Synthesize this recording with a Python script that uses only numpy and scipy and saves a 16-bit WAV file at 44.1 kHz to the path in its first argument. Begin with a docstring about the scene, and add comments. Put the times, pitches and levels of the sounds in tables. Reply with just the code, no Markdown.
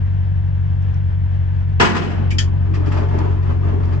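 """An open yard: an eight-cylinder engine idles over the broadband wash of distant traffic.
After a soft footfall, an empty sheet-metal case is swung against a steel trailer. It crashes and
bounces, the impacts exciting the bending modes of the panels, and its stiff frame clinks twice.
The case is then shoved along the trailer: stick-slip friction makes it groan while its edge rasps."""
import sys
import numpy as np
from scipy import signal
from scipy.fft import rfft, irfft
from scipy.io import wavfile
from scipy.ndimage import uniform_filter1d, minimum_filter1d

SR = 44100
rng = np.random.default_rng(int(sys.argv[2]) if len(sys.argv) > 2 else 0)


def unload_wav(signal):
    """Save mono or channel-first audio to the path in sys.argv[1] as 16-bit WAV at rate SR, clipped to [-1, 1]."""
    wavfile.write(
        sys.argv[1],
        SR,
        np.round(np.clip(np.atleast_2d(signal).T, -1, 1) * 32767).astype(np.int16),
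    )


N = 176400
T = np.arange(N) / SR


def from_db(db):
    """Amplitude ratio: a factor of ten per 20 dB."""
    return 10 ** (np.asarray(db) / 20)


def unit_rms(x):
    """Power normalisation to an rms of 1."""
    return x / np.sqrt(np.mean(x ** 2) + 1e-20)


def unit_energy(x):
    """Energy normalisation: the response passes white noise at unchanged power."""
    return unit_rms(x) / np.sqrt(x.shape[-1])


def in_time(rows):
    """Linear interpolation of each column at every sample."""
    times, *columns = np.transpose(rows)
    return [np.interp(T, times, column) for column in columns]


def at_hz(points, hz):
    """Interpolation on a log-frequency axis."""
    freqs, values = np.transpose(points)
    return np.interp(np.log(np.maximum(hz, 1)), np.log(freqs), values)


def drift(corner_hz):
    """Low-passed noise: a slow random fluctuation of rms 1."""
    hop, settle = 100, 1000
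    pole = np.exp(-2 * np.pi * hop * corner_hz / SR)
    noise = rng.standard_normal(N // hop + settle + 2)
    slow = signal.lfilter([1], [1, -2 * pole, pole * pole], noise)[settle:]
    return np.interp(np.arange(N) / hop, np.arange(len(slow)), unit_rms(slow))


def through(x, response):
    """Convolution with a stereo impulse response."""
    return signal.fftconvolve(np.atleast_2d(x), response, axes=-1)[:, :N]


def colour(spectrum, balance, size=4096):
    """Minimum-phase filter pair, by cepstral folding; balance is first minus second channel in dB."""
    hz = np.arange(size // 2 + 1) * SR / size
    db = at_hz(spectrum, hz) + at_hz(balance, hz) * np.array([[.5], [-.5]])
    cepstrum = irfft(np.log(from_db(db)))
    cepstrum[:, 1:size // 2] *= 2
    cepstrum[:, size // 2 + 1:] = 0
    return unit_energy(irfft(np.exp(rfft(cepstrum))))


def modes(rows, seconds=.5):
    """Modal superposition: damped sinusoids (Hz, dB, T60), each with its own phase at each ear."""
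    t = T[:int(seconds * SR)]
    phases = rng.uniform(0, 2 * np.pi, (len(rows), 2, 1))
    out = np.zeros((2, len(t)))
    for (hz, db, t60), phase in zip(rows, phases):
        out += from_db(db) * np.exp(-np.log(1000) * t / t60) * np.sin(2 * np.pi * hz * t + phase)
    return unit_energy(out)


def diffuse(t60, correlation=.3):
    """Modal overlap: dense modes and near reflections merge into exponentially decaying noise."""
    t = T[:SR // 2]
    mid, side = rng.standard_normal((2, len(t)))
    ears = np.sqrt(1 + correlation) * mid + np.sqrt(1 - correlation) * side * [[1], [-1]]
    return unit_energy(ears * np.exp(-np.log(1000) * t / t60))


def contacts(per_s, spread_db=3):
    """Poisson process: small impacts of uneven size at random instants."""
    sizes = from_db(spread_db * np.minimum(rng.exponential(1, N), 4)) * rng.choice([-1, 1], N)
    return unit_rms(sizes * (rng.random(N) < per_s / SR))


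def chatter(events, rise_s=.00055):
    """Contact chatter: each event's force is a run of impacts that builds fast and dies exponentially."""
    train, force = contacts(per_s=2300), np.zeros(N)
    for time, db, decay in events:
        start = int(time * SR)
        t = T[:N - start]
        run = train[start:] * np.exp(-t / decay) * (1 - np.exp(-t / rise_s))
        force[start:] += from_db(db) * unit_energy(run) * np.sqrt(decay * SR / 2)
    return force


# Interaural level difference of the contact sounds: (frequency [Hz], left minus right [dB])
CONTACT_BALANCE = [(150, -24), (320, 10), (550, 2.5), (960, 3.5), (2500, 0.4), (5000, 13.5), (9000, -7.5)]
def radiate(force, body, spectrum):
    """Source-filter model: a force drives a body, whose radiation is shaped by the spectrum."""
    response = through(body, colour(spectrum, CONTACT_BALANCE))
    return through(force, unit_energy(response))


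# Spectrum of the traffic: (frequency [Hz], relative density [dB])
TRAFFIC_SPECTRUM = [(25, -8), (60, -11), (130, 18.5), (200, 12.5), (300, -1.5), (950, -1.5), (1300, -9.5),
                    (1650, -5), (2200, -13.5), (3200, -17), (4000, -26.5), (7000, -35.5), (9500, -52.5),
                    (14000, -62)]
# Its stereo width: (frequency [Hz], side minus mid [dB])
TRAFFIC_SPREAD = [(60, -0.5), (100, -3), (180, -3.5), (320, -2), (550, 4), (960, 7), (1670, -1.5),
                  (2900, -2.5), (5050, -3.5), (8790, 2.5)]
def traffic(level_db=-35, flutter_db=1.18, pan_db=1.42, whine_hz=12050, whine_db=-86):
    """Incoherent summation: far vehicles merge into wavering noise; a faint high whine lies on top."""
    mid_side_filter = colour(TRAFFIC_SPECTRUM, TRAFFIC_SPREAD)[::-1]
    mid, side = through(rng.standard_normal((2, N)), mid_side_filter)
    wash = unit_rms(np.array([mid + side, mid - side])) * from_db([[pan_db], [-pan_db]])
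    whine = np.sqrt(2) * from_db(whine_db) * np.sin(2 * np.pi * whine_hz * T)
    return wash * from_db(level_db + flutter_db * drift(corner_hz=12)) + whine


# Strongest exhaust line, order 16, at twice the firing rate: (time [s], frequency [Hz])
IDLE_PITCH = [(0, 93.8), (.85, 93.46), (1.2, 91.96), (2.3, 92.25), (4, 91.15)]
# Exhaust harmonics: (order [multiple of the cycle rate], relative level [dB])
EXHAUST_ORDERS = [(7, -33), (8, -11), (9, -33), (10, -26), (11, -31), (12, -27), (13, -15), (14, -11),
                  (15, -17), (16, 0), (17, -18), (18, -18), (19, -24), (21, -24), (22, -26), (23, -29),
                  (24, -11), (25, -20), (26, -28), (28, -23), (34, -30), (35, -36)]
# The hum dips briefly under the crash: (time [s], gain [dB])
HUM_GAIN = [(1.81, -3), (1.85, -10.5), (2.05, -10), (2.14, -8.5), (2.19, -2)]
def engine(gain_db=-15, pan_db=1, ear_lag_s=.0015):
    """Periodic exhaust pulses give a line at every eighth order; uneven firing adds sideband pairs."""
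    cycle_phase = 2 * np.pi * np.cumsum(in_time(IDLE_PITCH)[0]) / 16 / SR
    sideband_phases = rng.uniform(0, 2 * np.pi, size=5)
    hum = np.zeros(N)
    for order, db in EXHAUST_ORDERS:
        offset = (order + 4) % 8 - 4  # orders from the nearest firing line
        phase = np.pi / 2 + np.sign(offset) * sideband_phases[abs(offset)] if offset else 0
        wobble = .15 if offset else .03  # depth in both amplitude and phase
        amplitude = from_db(db) * (1 + wobble * drift(corner_hz=2))
        hum += amplitude * np.sin(order * cycle_phase + phase + wobble * drift(corner_hz=2))
    hum *= np.sqrt(2) * from_db(gain_db + in_time(HUM_GAIN)[0])
    delayed = np.interp(T - ear_lag_s, T, hum)
    return np.array([hum * from_db(pan_db), delayed * from_db(-pan_db)])


# Contact of the shoe: (time [s], level [dB], decay [s])
SHOE_CONTACTS = [(.718, -46, 0.017)]
# Its spectrum: (frequency [Hz], relative density [dB])
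SHOE_SPECTRUM = [(150, -8), (500, -11.5), (850, 10.5), (1400, -4), (4000, -41.5)]
def footfall():
    """Heavily damped impact: a shoe lands softly on concrete."""
    return radiate(chatter(SHOE_CONTACTS), diffuse(t60=.04), SHOE_SPECTRUM)


# Contacts of grit and metal: (time [s], level [dB], decay [s])
GRIT_CONTACTS = [(.822, -54, 0.0045), (.942, -49.5, .003), (.968, -55.5, .003), (3.188, -31.5, 0.001),
                 (3.855, -41, 0.00088)]
# Their spectrum: (frequency [Hz], relative density [dB])
GRIT_SPECTRUM = [(900, -21), (1800, 0.5), (3000, -19.5), (6000, -2.5), (8000, -18), (12000, -33)]
def ticks():
    """Short contact time means wide bandwidth: grit and metal tick sharply."""
    return radiate(chatter(GRIT_CONTACTS), diffuse(t60=.01), GRIT_SPECTRUM)


# Catches of the case's edge: (time [s], level [dB], decay [s])
EDGE_CATCHES = [(2.738, -33, 0.034), (2.857, -37.5, 0.06), (2.917, -35.5, .05), (2.968, -38.5, 0.024),
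                (3.025, -60, .025), (3.183, -35.5, 0.014), (3.425, -44, 0.019), (3.83, -44, 0.049),
                (3.92, -43, 0.039)]
# Their spectrum: (frequency [Hz], relative density [dB])
RASP_SPECTRUM = [(500, -20.5), (1200, 8.5), (2600, 1.5), (4000, -11.5), (6000, -12.5), (8000, -20.5),
                 (10000, -43), (14000, -47)]
def rasps():
    """Roughness noise: the sliding edge catches in runs of tiny impacts."""
    return radiate(chatter(EDGE_CATCHES), diffuse(t60=.06), RASP_SPECTRUM)


# Modes of the case pressed against the trailer: (frequency [Hz], relative level [dB], T60 [s])
PRESSED_MODES = [(192.5, -9, 0.19), (238.5, 3, 0.15), (301.2, 3.5, 0.089), (354.7, -4.5, 0.15),
                 (416, -0.5, 0.096), (577.6, -0.5, 0.12), (723.5, -0.5, 0.25), (855, 2, 0.058),
                 (971, -1, 0.11), (1160, -7.5, 0.12), (1262, -3, 0.09), (1367, -5.5, 0.22),
                 (1530, -7, 0.34), (1750, 2, 0.05)]
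# Strength of the friction: (time [s], groan gain [dB], midrange gain [dB])
SHOVE_GAINS = [(2.05, -57, -25), (2.168, -42, -34.5), (2.35, -52, -43.5), (2.6, -47.5, -43.5),
               (2.77, -28, -36.5), (2.889, -29.5, -33.5), (2.95, -28.5, -28), (3.03, -27, -28),
               (3.09, -33.5, -33), (3.16, -27.5, -28), (3.26, -26.5, -28.5), (3.34, -30.5, -35.5),
               (3.42, -37, -42), (3.51, -28.5, -31), (3.59, -34, -42.5), (3.69, -29, -30.5),
               (3.78, -27, -36), (3.86, -32, -37.5), (3.93, -30, -33), (4, -36.5, -43.5)]
# Spectra of the low groan and the midrange: (frequency [Hz], relative density [dB])
GROAN_SPECTRUM = [(90, -22), (190, -3), (250, -3), (310, 2), (420, 0), (600, -12), (1000, -30), (4000, -70),
                  (9000, -95)]
MIDRANGE_SPECTRUM = [(300, -9), (560, -1.5), (780, -1), (1020, 1.5), (1350, -5.5), (1900, -9), (3000, -16),
                     (4200, -29), (7000, -33.5), (10000, -61.5)]
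def shove(spots=3, slips_per_s=500, modal_db=-5, diffuse_db=3.5):
    """Stick-slip friction drives the damped panels; the timbre shifts as the contact spot moves."""
    shares = np.array([np.exp(drift(corner_hz=2.5)) for _ in range(spots)])
    shares /= np.sqrt((shares ** 2).sum(axis=0))  # constant total power
    slide = 0
    for share in shares:
        body = from_db(modal_db) * modes(PRESSED_MODES)
        body += from_db(diffuse_db) * diffuse(t60=.2, correlation=-.1)
        for db, spectrum in zip(in_time(SHOVE_GAINS), (GROAN_SPECTRUM, MIDRANGE_SPECTRUM)):
            slide += share * from_db(db) * radiate(contacts(slips_per_s), body, spectrum)
    onset = np.interp(T, [SHOVE_GAINS[0][0], SHOVE_GAINS[1][0]], [0, 1])
    return slide * onset


# Modes of the frame: (frequency [Hz], relative level [dB])
FRAME_MODES = [(1450, -5), (1787, -6.5), (2200, 7.5), (2536, -4), (2720, -3.5), (3100, -8), (3790, 2),
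               (4660, 2), (4942, -7), (5222, 5.5), (5660, 0), (6277, -9), (6700, 2.5), (7050, 4)]
# Its taps: (time [s], level [dB], decay [s], spectrum as (frequency [Hz], relative density [dB]))
FRAME_TAPS = [(2.304, -21, 0.0065, [(900, -36), (1700, -12), (2300, -7), (2800, -10), (3700, -24),
              (4600, -21), (7200, -23.5), (9000, -39), (14000, -72)]), (2.3833, -4.5, 0.0025, [(700, -30),
              (1300, -6.5), (1750, 3.5), (2300, -12), (3100, 5.5), (4000, -11.5), (5100, -10),
              (6200, -11.5), (6900, -10.5), (8000, -17.5), (10000, -42), (14000, -45)])]
def clinks(modal_db=-8, modal_t60=.13):
    """Free vibration: the stiff frame taps the trailer's rail twice and rings in its high modes."""
    frame = diffuse(t60=.15)
    frame += from_db(modal_db) * modes([(hz, db, modal_t60) for hz, db in FRAME_MODES])
    return sum(radiate(chatter([tap]), frame, spectrum) for *tap, spectrum in FRAME_TAPS)


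# Strongest panel modes: (frequency [Hz], relative level [dB], T60 [s])
PANEL_MODES = [(231, -5, 1.2), (297, 0, 0.45), (347, 1.5, 0.66), (412, 6, 0.43), (451, -2.5, 1.7),
               (630, -2, 2.7), (692, -3, 1.1), (840, -2, 0.8), (970, -11, 0.71), (1080, 3, 0.65),
               (1385, 0, .9), (1490, -2, 1.0)]
# Damping of the weaker modes: (frequency [Hz], nominal T60 [s])
PANEL_DAMPING = [(150, 3.6), (1000, 0.65), (3000, 1.24), (9000, 0.28)]
def panels(count=640, low_hz=150, high_hz=10000, strong_boost_db=6.5):
    """Bending modes of thin steel plates: a few strong ones stand in a dense crowd of weaker ones."""
    position = (np.arange(count) + rng.random(count)) / count
    hz = np.interp(position, [0, 1], np.sqrt([low_hz, high_hz])) ** 2
    db = 5 * np.log10(hz / 1000) + rng.normal(0, .5, count)  # the tilt offsets the widening spacing
    t60 = at_hz(PANEL_DAMPING, hz) * rng.uniform(.91, 1.26, count)
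    crowd = np.column_stack([hz, db, t60])
    strong = np.array(PANEL_MODES) + [0, strong_boost_db, 0]
    return modes(np.vstack([crowd, strong]), seconds=1)


# Blows of the case, and the thump of the trailer's side: (time [s], level [dB], decay [s])
CASE_BLOWS = [(1.798, -4.5, 0.0081), (1.816, -19, 0.014), (1.842, -18.5, 0.02), (1.89, -30.5, 0.032),
              (1.948, -25, 0.0085), (1.961, -27, .02), (2.015, -36, 0.056), (2.1, -42.5, 0.02)]
SIDE_THUMPS = [(1.813, -7, 0.0074)]
# Spectra of clatter, ringing and thump: (frequency [Hz], relative density [dB])
CLATTER_SPECTRUM = [(60, -14), (180, -6), (400, 3.5), (650, -8.5), (950, 3.5), (1700, -2), (3000, -7),
                    (4000, -19), (5200, -19), (7800, -25), (9500, -44), (11000, -66), (14000, -36)]
RING_SPECTRUM = [(60, -26), (180, 9.5), (400, 4), (950, 5.5), (1700, 1.5), (2800, -7.5), (4000, -19.5),
                 (7000, -19), (9000, -45), (11000, -68)]
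THUMP_SPECTRUM = [(50, 5), (120, 6.5), (210, 7), (290, -10), (390, -1), (560, -24), (1500, -59)]
# Modes of the trailer's side: (frequency [Hz], relative level [dB], T60 [s])
TRAILER_MODES = [(202.5, 2, 0.57), (350, -6, 0.17), (396, 0, .22), (580, 4, 0.28), (650, -10, 0.19),
                 (844, -4, 0.15)]
def crash(spots=3, clatter_db=7, ring_db=1.5, boom_db=-5.5):
    """Impact excitation: the case hits at several spots and bounces; panels ring, the trailer booms."""
    body, trailer_side = panels(), modes(TRAILER_MODES)
    out = 0
    for _ in range(spots):
        blows, thump = chatter(CASE_BLOWS), chatter(SIDE_THUMPS)
        clatter = radiate(blows, diffuse(t60=.14, correlation=-.077), CLATTER_SPECTRUM)
        ring = radiate(blows, body, RING_SPECTRUM)
        thud = radiate(thump, diffuse(t60=.24), THUMP_SPECTRUM)
        boom = through(thump, trailer_side)
        out += from_db(clatter_db) * clatter + from_db(ring_db) * ring + thud + from_db(boom_db) * boom
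    return out / np.sqrt(spots)  # independent spots add in power


def scene():
    """Linear superposition of the case, the trailer and the yard's background."""
    return crash() + clinks() + shove() + rasps() + ticks() + footfall() + engine() + traffic()


def record(dry):
    """Peak limiting and band limiting: a fast gain dip holds the peaks, a low-pass cuts the top."""
    ceiling, window_samples, cutoff_hz = .95, 201, 14500
    gain = ceiling / np.maximum(np.abs(dry).max(axis=0), ceiling)
    gain = uniform_filter1d(minimum_filter1d(gain, window_samples), window_samples)
    fade_in = np.minimum(T / .004, 1)
    lowpass = signal.cheby2(12, 70, cutoff_hz, fs=SR, output="sos")
    return signal.sosfilt(lowpass, dry * gain * fade_in)


dry = scene()
out = record(dry)
unload_wav(out)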